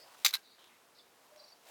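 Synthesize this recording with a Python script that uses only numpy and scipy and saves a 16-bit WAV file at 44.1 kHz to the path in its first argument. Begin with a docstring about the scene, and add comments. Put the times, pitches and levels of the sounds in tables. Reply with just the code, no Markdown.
"""Garden shears cutting a twig

Garden shears cut a twig close by: the blades snap shut and chatter, then rattle again as they spring open.
The shears are noise bursts exciting the modes of the steel, and the twig adds decaying sines.
Behind them leaves and hands rustle as moving bands of noise, with a few small dull ticks. Far birds trill
and pulse in diffuse echoes, one near chirp glides, a low cooing sounds, and steady hiss lies under all.
"""
import sys
import numpy as np
from scipy import signal
from scipy.fft import rfft, irfft, next_fast_len
from scipy.io import wavfile
from scipy.ndimage import uniform_filter1d, map_coordinates

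SR = 44100
rng = np.random.default_rng(int(sys.argv[2]) if len(sys.argv) > 2 else 0)


def voltage_ratio(level):
    """Linear amplitude factor for a level in decibels (scalar or array-like)."""
    return 10 ** (np.asarray(level, float) / 20)


def persist_wave(psi):
    """Save psi, clipped to +-1, as 16-bit WAV."""
    counts = np.round(np.clip(psi, -1, 1) * 32767).astype(np.int16)
    wavfile.write(sys.argv[1], SR, np.atleast_2d(counts).T)


N = 74970  # samples, 1.7 s


def unit(x):
    """Normalization: scales a signal to an rms of 1."""
    return x / np.sqrt(np.mean(x ** 2) + 1e-20)


def along(points, hz):
    """Interpolation of (Hz, value) points on a logarithmic frequency axis."""
    f, v = np.transpose(points)
    return np.interp(np.log(hz + 1), np.log(f + 1), v)


def curves(rows):
    """Linear interpolation in time: one value per sample for each column after the time, ends held."""
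    s, *cols = np.transpose(rows)
    return [np.interp(np.arange(N) / SR, s, c) for c in cols]


def filtered(x, response):
    """Linear filtering: multiplies the spectrum of x by a complex response of frequency."""
    n = x.shape[-1]
    m = next_fast_len(n + 4096)
    spectrum = rfft(x, m) * response(np.fft.rfftfreq(m, 1 / SR))
    return irfft(spectrum, m)[..., :n]


def wobble(rate):
    """Slow random modulation: a smooth curve through normal random knots, rate of them a second."""
    knots = rng.standard_normal(int(N * rate / SR) + 4)
    return map_coordinates(knots, [np.arange(N) * rate / SR])


def add(into, s, x):
    """Superposition: mixes x in at time s in seconds."""
    i = np.arange(len(x)) + round(s * SR)
    ok = (i >= 0) & (i < N)
    into[i[ok]] += x[ok]


def resonance(f, hz, width_hz):
    """A damped oscillator driven by a force: a causal resonance of gain 1 at its centre."""
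    return 1j * f * width_hz / (hz * hz - f * f + 1j * f * width_hz + 1e-9)


def tail(x, t60):
    """Diffuse reverberation: convolution with decaying noise of energy 1, 60 dB down after t60 seconds."""
    t = np.arange(SR // 2) / SR
    h = rng.standard_normal(len(t)) * voltage_ratio(-60 * t / t60)
    return signal.fftconvolve(x, h / np.linalg.norm(h))[:N]


def hiss():
    """Steady air and microphone noise: stationary white noise shaped by a fixed spectrum."""
    # Spectral shape of the noise. Each row: frequency in Hz, relative density in dB.
    density = [(25, -32), (297, -8), (460, -7), (1080, -12.5), (1170, -10.5), (15100, -23), (17800, -29)]
    noise = filtered(rng.standard_normal(N), lambda f: voltage_ratio(along(density, f)))
    return voltage_ratio(-66.5) * unit(noise)


def coos():
    """Low cooing by frequency modulation: nearly pure tones on one faintly wavering pitch."""
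    # Soft notes. Each row: start in seconds, length in seconds, level in dB.
    notes = [(1.312, 0.035, -61), (1.348, 0.043, -58.5), (1.403, 0.026, -59.5), (1.428, 0.06, -68.5)]
    t = np.arange(N) / SR
    shape = np.zeros(N)
    for s, length, db in notes:
        progress = np.clip((t - s) / length, 0, 1)
        shape += voltage_ratio(db) * np.sin(np.pi * progress) ** 0.83
    pitch_hz = 600 * (1 + 0.0061 * wobble(24.9))
    tone = np.sin(2 * np.pi * np.cumsum(pitch_hz) / SR)
    return np.sqrt(2) * shape * tone


def far_trills():
    """Far trills by granular superposition: clouds of short notes of random pitch, in diffuse echoes."""
    # Note clouds. Each row: start in seconds, length in seconds, level of the loudest notes in dB,
    # middle pitch in Hz, reach of pitch up and down in Hz.
    trills = [(-.03, 0.065, -65.5, 4800, 500), (0.427, .12, -67, 4200, 614), (0.584, 0.097, -69, 3520, 614),
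              (0.682, 0.083, -71.5, 2320, 400), (0.946, 0.069, -72.5, 4550, 950),
              (1.383, 0.04, -74.5, 4120, 91), (1.371, 0.16, -67, 4760, 947), (1.639, .08, -76, 3850, 159)]
    far, t = np.zeros(N), np.arange(600) / SR
    centre_s = 0.0039  # middle of a note; half of this is its half-width to 1/e
    envelope = np.exp(-((t - centre_s) / centre_s * 2) ** 2)
    for s, length, db, hz, spread_hz in trills:
        for at, (pitch, size) in zip(rng.random(200), rng.uniform(-0.994, 1, (200, 2))):
            note = np.sin(2 * np.pi * (hz + spread_hz * pitch) * t) * envelope
            add(far, s + at * length, note * voltage_ratio(db - 4 + 3.9 * size))
    return far + voltage_ratio(-4) * tail(far, 0.5)


def far_caller():
    """Regular repetition of Gaussian tone pulses: each note sounds four times, slightly detuned."""
    # Repeated notes. Each row: middle of the first pulse in seconds, peak level in dB, pitch in Hz.
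    pulses = [(1.401, -59, 4570), (1.379, -64, 5690)]
    every_s, half_width_s = 0.042, 0.007  # half-width to 1/e
    calls, t = np.zeros(N), np.arange(-1000, 1000) / SR
    for s, db, hz in pulses:
        for k, pitch in enumerate(rng.standard_normal(4)):
            tone = np.sin(2 * np.pi * hz * (1 + 0.01 * pitch) * t)
            pulse = tone * np.exp(-(t / half_width_s) ** 2)
            add(calls, s + k * every_s + t[0], pulse * voltage_ratio(db))
    return calls + voltage_ratio(-4) * tail(calls, 0.17)


def near_chirp():
    """A frequency glide down and up, with one discrete reflection and a short diffuse echo."""
    # Path of the glide. Each row: time in seconds, pitch in Hz, level in dB.
    path = [(.984, 5510, -84), (.987, 4640, -51), (.992, 3790, -57.5), (.999, 3300, -61),
            (1.006, 3670, -63), (1.012, 4800, -61), (1.016, 5000, -100)]
    hz, db = curves(path)
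    direct = voltage_ratio(db) * np.sin(2 * np.pi * np.cumsum(hz) / SR)  # phase is the integral of pitch
    near = direct + voltage_ratio(-15) * np.roll(direct, round(0.0025 * SR))  # reflection 2.5 ms later
    return near + voltage_ratio(-4) * tail(near, 0.17)


def rustle():
    """Hands and leaves as band-limited noise: a low band shifts with movement, a bright part is grainy."""
    # Course of the movement. Each row: time in seconds, level of the low part in dB,
    # centre of the low part in Hz, level of the bright part over the low part in dB.
    movement = [(0, -66.5, 500, 5), (.06, -62, 740, -2), (.14, -62.5, 960, -1.5), (.19, -67, 790, 4.5),
                (.24, -66, 696, 8), (.38, -72.5, 920, 11.5), (.575, -84.5, 823, -20), (.59, -68, 906, -5),
                (.66, -72, 1000, 2), (.92, -73, 955, -10), (1.05, -75.5, 704, -11), (1.26, -68, 820, -3.5),
                (1.6, -70.5, 730, -5.5), (1.65, -68, 690, 2.5), (1.7, -57.5, 690, -1.5)]
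    # Spectral shape of the bright part. Each row: frequency in Hz, relative density in dB.
    bright_density = [(600, -13), (1800, 2.5), (4000, 1.5), (17000, -8.5)]
    low_oct = 0.79  # half-width of the low band to 1/e, octaves
    db, centre_hz, bright_db = curves(movement)

    f, t, z = signal.stft(rng.standard_normal(N), SR, nperseg=512)
    centre = np.interp(t, np.arange(N) / SR, centre_hz)
    octaves_off = np.log2((f[:, None] + 1) / centre)
    band = np.exp(-(octaves_off / low_oct) ** 2)
    low = signal.istft(z * band, SR, nperseg=512)[1][:N]

    grain = rng.standard_normal(N) * voltage_ratio(1.7 * wobble(270))
    bright = filtered(grain, lambda f: voltage_ratio(along(bright_density, f)))

    # each part flutters in level on its own
    low = unit(low) * voltage_ratio(1.24 * wobble(40.06))
    bright = unit(bright) * voltage_ratio(bright_db + 1.16 * wobble(30.15))
    return voltage_ratio(db) * (low + bright)


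def ticks():
    """Short dull cracks among the leaves: decaying noise excites a broad, heavily damped resonance."""
    # Small cracks. Each row: start in seconds, peak level in dB, pitch in Hz.
    cracks = [(0.148, -51, 1050), (0.583, -55, 1080), (0.642, -50, 2600), (1.361, -47, 3100)]
    t60, relative_width = 0.022, 1.54  # decay of the noise in s; resonance width over pitch
    out, t = np.zeros(N), np.arange(2048) / SR
    for s, db, hz in cracks:
        burst = rng.standard_normal(len(t)) * voltage_ratio(-60 * t / t60)
        hit = filtered(burst, lambda f: resonance(f, hz, relative_width * hz) ** 2)
        add(out, s, voltage_ratio(db) * hit / np.abs(hit).max())
    return out


def shears():
    """Impact excitation of modes: blows and sprays of micro-impacts ring the steel; the twig knocks."""
    # Metal and wood contacts. Each row: start in seconds, level in dB as the peak of a sine as strong as
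    # the loudest millisecond, strongest pitch of the spray in Hz, 60 dB decay of the spray in seconds.
    contacts = [(0.247, -36, 3000, 0.0094), (0.2473, -14, 4550, 0.011), (0.249, -17.5, 6370, 0.044),
                (0.254, -18, 4130, 0.011), (.2603, -19, 2640, 0.017), (.2617, -14.5, 2240, 0.0063),
                (0.2649, -15.5, 4950, 0.0075), (0.269, -24.5, 3500, 0.023), (0.2741, -33, 3970, 0.026),
                (0.281, -27.5, 6200, 0.023), (0.2878, -33, 5000, 0.04), (0.2944, -46, 4000, 0.025),
                (0.301, -45, 1800, 0.0184), (0.307, -37, 4500, 0.024), (0.3293, -39.5, 3000, 0.0044),
                (0.3339, -36, 1600, 0.019), (0.338, -20.5, 3900, 0.013), (0.3413, -27.5, 5050, 0.016),
                (.3448, -23.5, 4200, 0.014), (0.3522, -27, 4240, 0.013), (0.3576, -32.5, 4200, 0.014),
                (0.364, -39.5, 4030, 0.018), (0.368, -40.5, 4260, 0.011)]
    # Modes of the shears. 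Each row: frequency in Hz, width in Hz, gain in dB with the blades shut,
    # gain in dB with the blades open.
    modes = [(1120, 340, -12, -4.5), (1598, 25.4, -6, 11), (2150, 580, -5.5, -13), (2700, 66, -7.5, -6.5),
             (3500, 290, -12, -16), (4000, 230, 2.5, 4), (4780, 370, -6, -10), (5230, 99, -3.5, -4.5),
             (6070, 260, -6, -35), (7490, 530, -5, -18), (11770, 480, -5, -6.5), (13900, 380, -6, -4)]
    # Knock of the parting twig. Each row: frequency in Hz, level in dB ahead of the swell, decay and
    # bass loss, 60 dB decay in seconds.
    twig = [(450, -34.5, 0.066), (829, -30, 0.051), (1197, -27, 0.054)]
    opens_s, parts_s = 0.32, 0.2474  # the blades ring as open from here; the twig parts
    rise_s = 0.00035  # how fast a spray or knock swells
    blow = 1.94  # first impact, against a spray of rms 1 before swell and decay
    lean_width, floor_db = 0.85, -9  # width of a spray's lean over its pitch; flat part under the lean
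    crack_db = -14  # bare crack under the ring
    low_cut_hz = 516  # the microphone's bass loss on close sharp sounds, 12 dB down here

    def steel(f, is_open):
        ring = 0
        for k, (hz, width_hz, *gains_db) in enumerate(modes):
            ring = ring + (-1) ** k * voltage_ratio(gains_db[is_open]) * resonance(f, hz, width_hz)
        return ring

    def low_cut(f):
        return (1j * f / (low_cut_hz + 1j * f)) ** 4

    out, t = np.zeros(N), np.arange(8192) / SR
    swell = 1 - np.exp(-t / rise_s)
    for s, db, hz, t60 in contacts:
        spray = rng.standard_normal(len(t)) * voltage_ratio(-60 * t / t60) * swell
        spray[0] = blow

        def response(f):
            lean = voltage_ratio(floor_db) + resonance(f, hz, lean_width * hz)
            body = steel(f, int(s > opens_s)) + voltage_ratio(crack_db)
            return lean * body * low_cut(f)

        hit = filtered(spray, response)
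        loudest = uniform_filter1d(hit ** 2, size=44).max()  # mean square over about 1 ms
        add(out, s, voltage_ratio(db) * hit / np.sqrt(loudest * 2))

    knock = sum(voltage_ratio(db - 60 * t / t60) * np.sin(2 * np.pi * hz * t) for hz, db, t60 in twig)
    add(out, parts_s, filtered(knock * swell, low_cut))
    return out + voltage_ratio(-36.5) * tail(out, 0.12)  # what walls and leaves send back


def scene():
    """Nearly mono mix: a faint, briefly smeared copy of the whole mix is added left and subtracted right."""
    # Level of the smeared side copy. Each row: frequency in Hz, side over mid in dB.
    side_level = [(30, -22), (250, -34), (1500, -48), (5000, -28.5), (12000, -33.5)]
    birds = far_trills() + far_caller() + near_chirp()
    mid = hiss() + coos() + birds + rustle() + ticks() + shears()
    side = filtered(tail(mid, 0.008), lambda f: voltage_ratio(along(side_level, f)))
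    return np.array([mid + side, mid - side])


def band_limit(x):
    """A steep low-pass at the top of the band."""
    return signal.sosfilt(signal.butter(12, 18000, fs=SR, output="sos"), x)


def record(dry):
    """Band limitation: nothing from 17.9 kHz up passes into the finished mix."""
    mix = filtered(dry, lambda hz: hz < 17900)
    return band_limit(mix)


dry = scene()
out = record(dry)
persist_wave(out)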